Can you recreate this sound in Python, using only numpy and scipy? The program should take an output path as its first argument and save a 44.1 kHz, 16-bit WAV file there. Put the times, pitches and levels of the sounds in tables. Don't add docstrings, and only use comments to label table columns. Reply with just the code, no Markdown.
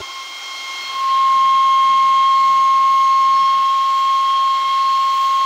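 import sys
import numpy as np
from scipy import signal
from scipy.fft import rfft, irfft
from scipy.io import wavfile
from scipy.ndimage import uniform_filter1d

SR = 44100
rng = np.random.default_rng(int(sys.argv[2]) if len(sys.argv) > 2 else 0)


def voltage_ratio(level):
    return 10 ** (np.asarray(level, float) / 20)


def unload_wav(signal):
    wavfile.write(
        sys.argv[1],
        SR,
        np.round(np.clip(np.atleast_2d(signal).T, -1, 1) * 32767).astype(np.int16),
    )


N = 240464

DOWN_S, DOWN_TAKES_S = 3.285, 0.51


def whistle(partial_db):
    # (time [s], pitch [Hz])
    pitch_track = [(0.0, 1069.1), (0.62, 1070.5), (0.93, 1071.7), (1.25, 1071.1), (1.71, 1072.7),
                   (1.85, 1072.6), (2.17, 1074.2), (2.4, 1076.1), (2.63, 1074.9), (3.0, 1075.9),
                   (3.3, 1075.7), (3.45, 1076.7), (3.89, 1077.6), (4.35, 1077.6), (4.58, 1075.5),
                   (4.81, 1077.1), (5.28, 1076.8), (5.45, 1077.8)]
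    # (multiple of the pitch [1], rms level [dB], loudest at [s], fall [dB/s])
    high_beams = [(8, -67, 4.6, 2.2), (9, -74, 2.0, 4.0), (10, -70, 2.3, 4.0)]
    t = np.arange(N) / SR
    pitch_hz = np.interp(t, *np.transpose(pitch_track))
    tremble_hz = 0.6 * walk(40) + 1.3 * walk(90)
    phase = 2 * np.pi * np.cumsum(pitch_hz + tremble_hz) / SR
    first_db = partial_db[0]
    tone = voltage_ratio(first_db - 0.74) * np.sin(phase)

    open_db = np.clip(first_db + 15.5, 0, 9)
    shut_db = np.clip(-18 - first_db, 0, 14)
    scatter = voltage_ratio(-42 - 1.5 * open_db - 0.3 * shut_db) * voltage_ratio(1.2 * walk(8))
    sharp = phase + 2 * np.pi * 22 * t
    tone = tone + scatter * (walk(90) * np.sin(sharp) + walk(90) * np.cos(sharp))

    overtones = list(zip(range(2, 8), partial_db[1:]))
    for multiple, level_db, loudest_s, fall in high_beams:
        overtones.append((multiple, level_db - fall * abs(t - loudest_s) + walk(3)))
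    for multiple, level_db in overtones:
        flutter_db = 0.4 * walk(30) + min(0.4 * multiple, 1.6) * walk(80)
        slide = walk(1.2) + 0.15 * walk(50)
        tone = tone + voltage_ratio(level_db + flutter_db) * np.sin(round(multiple) * phase + slide)
    return np.sqrt(2) * tone


def partial_levels():
    # (rms level [dB], change after the tilt down [dB])
    overtone_levels = [(-35.5, -7), (-33.5, -0.1), (-49.5, 6.5), (-53.5, 2), (-50, -6), (-65.5, 5)]
    # (time [s], half width [s], change [dB])
    sway_1 = [(.03, .015, 8), (.095, .018, 11.5), (.185, .045, 11.5), (.37, .04, -10), (.44, .02, -16),
              (.52, .035, 5.5), (.71, .06, 9), (.84, 0.054, 5), (3.85, .05, -0.1), (4.12, .07, 1),
              (4.25, .04, -0.2), (4.45, .07, 0.9), (4.64, .09, -2.5), (4.9, .1, .5), (5.14, .05, -1)]
    sway_2 = [(.2, 0.39, -1.5), (.72, 0.21, 4), (1.09, 0.085, -11), (1.9, 0.16, 2), (2.3, .05, -3),
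              (2.44, 0.034, 3.5), (3.3, 0.1, -2.5), (3.8, .15, -5), (4.05, .08, 1), (4.38, 0.082, -11),
              (4.68, .11, 7), (4.92, .06, -5), (5.18, .025, -6)]
    sway_3 = [(.15, 0.28, -4), (.9, 0.015, 4), (1.06, 0.04, -14), (1.13, 0.025, 5), (1.28, .08, -8),
              (1.85, .12, 3), (2.08, 0.032, -5), (2.26, 0.13, 6.5), (2.41, 0.033, -6), (2.8, 0.42, -9),
              (3.17, 0.081, -11.5), (3.355, 0.03, -16), (3.5, .04, 4), (3.6, 0.024, -7), (3.9, 0.045, -4.5),
              (4.35, 0.14, 3.5), (4.68, 0.059, 4), (4.83, 0.017, -6), (5.3, .04, -3.5)]
    sway_4 = [(.55, 0.1, 7.5), (.87, 0.17, 13.5), (1.12, .08, 6), (1.58, .08, 3.5), (2.42, 0.14, 9.5),
              (3.12, 0.12, 7), (3.4, 0.21, 9.5), (3.7, 0.13, -7.5), (4.45, 0.098, 3.5), (4.66, 0.056, -6),
              (5.0, 0.32, 4), (5.35, 0.035, -5)]
    sway_5 = [(.7, .45, 4), (2.4, .12, 4), (2.9, .2, 1.5), (3.24, .05, 6), (3.41, .09, 12),
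              (3.67, .06, 3.5), (4.95, .25, 0.5), (5.35, .08, -8)]
    sway_6 = [(.3, .4, -5), (1.1, .15, -10), (2.2, .1, -3), (2.65, .08, 6), (2.8, .04, -4),
              (3.06, .12, 4.5), (4.15, .12, 5), (4.6, .2, -6), (5.35, .25, 8.5)]
    sway_7 = [(2.14, .06, 7), (2.45, 0.23, 9.5), (3.24, 0.074, 6), (3.5, 0.086, -9), (4.0, .15, 7),
              (4.55, .1, 5), (5.2, .3, 6)]
    up_s, swell_s = 0.86, 0.11
    dead_db, full_db, down_db = -40.5, -11.5, -3
    down = ramp(DOWN_S, DOWN_TAKES_S)
    hidden = np.exp(-np.clip(np.arange(N) / SR - up_s, 0, None) / swell_s)
    levels = [full_db + (dead_db - full_db) * hidden + down_db * down + swells(sway_1)]
    sways = (sway_2, sway_3, sway_4, sway_5, sway_6, sway_7)
    for (level_db, change_db), sway in zip(overtone_levels, sways):
        levels.append(level_db + change_db * down + swells(sway))
    return levels


def steam(breath_db, leak_db, jet_db):
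    # (frequency [Hz], level per hertz [dB])
    breath_colour = [(100, -35.5), (200, -17.5), (450, -9), (800, -4.5), (1400, -2), (1800, 1), (2400, -2),
                     (3100, 2.5), (3750, -3), (4150, -4), (5000, -8.5), (7000, -14.5), (9000, -25.5),
                     (14500, -36)]
    leak_colour = [(200, -35), (340, -3.5), (450, -10.5), (600, -5.5), (800, 0), (1400, 3), (1750, -8),
                   (2300, 1), (3000, -6), (5500, 1.5), (7000, -7), (8500, -15), (11000, -26.5),
                   (14500, -31.5)]
    jet_colour = [(7000, -16.5), (9000, -6.5), (11000, -8), (13000, -17), (13950, -13.5), (14600, 0.5),
                  (15300, -1.5), (16500, -8.5)]
    # (centre [Hz], width [Hz], gain [dB])
    hollows = [(820, 28, 4.5), (1370, 100, 2.5), (1700, 300, -5), (2500, 78, -7), (2750, 130, 0),
               (3060, 80, -1), (3277, 46, 3.5), (3930, 160, -0.5), (4090, 360, 4), (6540, 170, 3),
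               (8100, 320, -2.5)]
    breath = voltage_ratio(breath_db + 7.5) * hiss(breath_colour, 0.37, 0.48, 9)
    leak = voltage_ratio(1.495 * leak_db + 30) * hiss(leak_colour, 0, 0.5, 20)
    jet = voltage_ratio(1.218 * jet_db + 13.5) * hiss(jet_colour, 0, 0.96, 40)
    hz = np.fft.rfftfreq(N, 1 / SR)
    hollow_db = 0
    for centre_hz, width_hz, gain_db in hollows:
        hollow_db = hollow_db + gain_db * np.exp(-(2 * (hz - centre_hz) / width_hz) ** 2 / 2)
    return irfft(rfft(breath + leak) * voltage_ratio(hollow_db), N) + jet


def steam_levels():
    # (time [s], half width [s], change [dB])
    breath_puffs = [
        (.25, 0.17, -1),
        (2.0, .3, 0),
        (3.2, 0.36, -1.5),
        (4.3, 0.18, -0.2),
    ]
    leak_puffs = [
        (.68, .25, 0.92),
        (1.24, .12, -1.5),
        (3.6, .25, -1.5),
        (5.1, .3, 1.7),
    ]
    jet_puffs = [
        (.85, .2, 1.8),
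        (2.5, .1, 1.2),
        (2.97, 0.14, 1.8),
        (3.96, .12, 1.8),
        (5.25, .25, 4),
    ]
    down = (DOWN_S, DOWN_TAKES_S)
    breath_db = turned(-46.5, 6.5, -0.5, (0.5, 0.72), down) + swells(breath_puffs)
    leak_db = turned(-45, -5, -0.5, (0.79, 0.48), down) + swells(leak_puffs)
    return breath_db, leak_db, -56 + swells(jet_puffs)


def rumble():
    # (frequency [Hz], level per hertz [dB])
    rumble_colour = [(25, -17.5), (55, -18), (100, -5.5), (200, 1), (400, -4), (700, -9)]
    low_db = turned(-73, 19.5, -9.5, (0.61, 0.91), (3.35, 0.5))
    return voltage_ratio(low_db + 2) * hiss(rumble_colour, 2.6, 1.2, 75)


def opening_thud():
    # (frequency [Hz], peak level [dB])
    thud_partials = [(85, -33), (390, -33), (620, -38.5), (900, -36), (1400, -33)]
    t = np.arange(N) / SR
    body = 0
    for hz, level_db in thud_partials:
        body = body + voltage_ratio(level_db + 1.5 * walk(157)) * np.sin(2 * np.pi * (hz * t + rng.random()))
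    envelope = np.minimum(t / 0.002, (0.018 - t) / 0.003)
    return body * np.clip(envelope, 0, 1)


def hiss(colour, swell_db, flicker_db, rate):
    hz, db = np.transpose(colour)
    octave = np.log2(np.fft.rfftfreq(N, 1 / SR) + 1)
    colour_db = np.interp(octave, np.log2(hz), db, left=-90, right=-90)
    spectrum = rfft(rng.standard_normal(N)) * voltage_ratio(colour_db)
    common_db = swell_db * walk(rate / 4)
    out = 0
    for centre in np.arange(9, 30) / 2:
        band = irfft(spectrum * np.clip(1 - 2 * abs(octave - centre), 0, 1), N)
        out = out + band * voltage_ratio(common_db + flicker_db * walk(rate))
    return out / np.sqrt(np.mean(out ** 2))


def walk(rate):
    hold = int(SR / rate)
    held = np.repeat(rng.standard_normal(1500), hold)[:N]
    return np.sqrt(2) * uniform_filter1d(uniform_filter1d(held, hold), hold)


def ramp(start_s, length_s):
    share = np.clip((np.arange(N) / SR - start_s) / length_s, 0, 1)
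    return share * share * (3 - 2 * share)


def swells(rows):
    t = np.arange(N) / SR
    return sum(db * np.exp(-((t - s) / width_s) ** 2) for s, width_s, db in rows)


def turned(low_db, up_db, back_db, up, back):
    return low_db + up_db * ramp(*up) + back_db * ramp(*back)


def scene():
    enter = np.clip((np.arange(N) / SR - 0.013) / 0.0054, 0, 1)
    note = enter * whistle(partial_levels())
    sound = note + steam(*steam_levels()) + rumble() + opening_thud()
    return sound[None]


def low_pass(x):
    return signal.sosfilt(signal.butter(12, 17080, fs=SR, output="sos"), x)


def record(dry):
    ceiling, top_hz = 0.46, 15690
    soft = dry / (1 + (dry / ceiling) ** 4) ** (1 / 4)
    low_cut = signal.butter(2, 45, "high", fs=SR, output="sos")
    high_cut = signal.ellip(12, 0.2, 80, top_hz, fs=SR, output="sos")
    mix = signal.sosfilt(high_cut, signal.sosfilt(low_cut, soft))
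    return low_pass(mix)


dry = scene()
out = record(dry)
unload_wav(out)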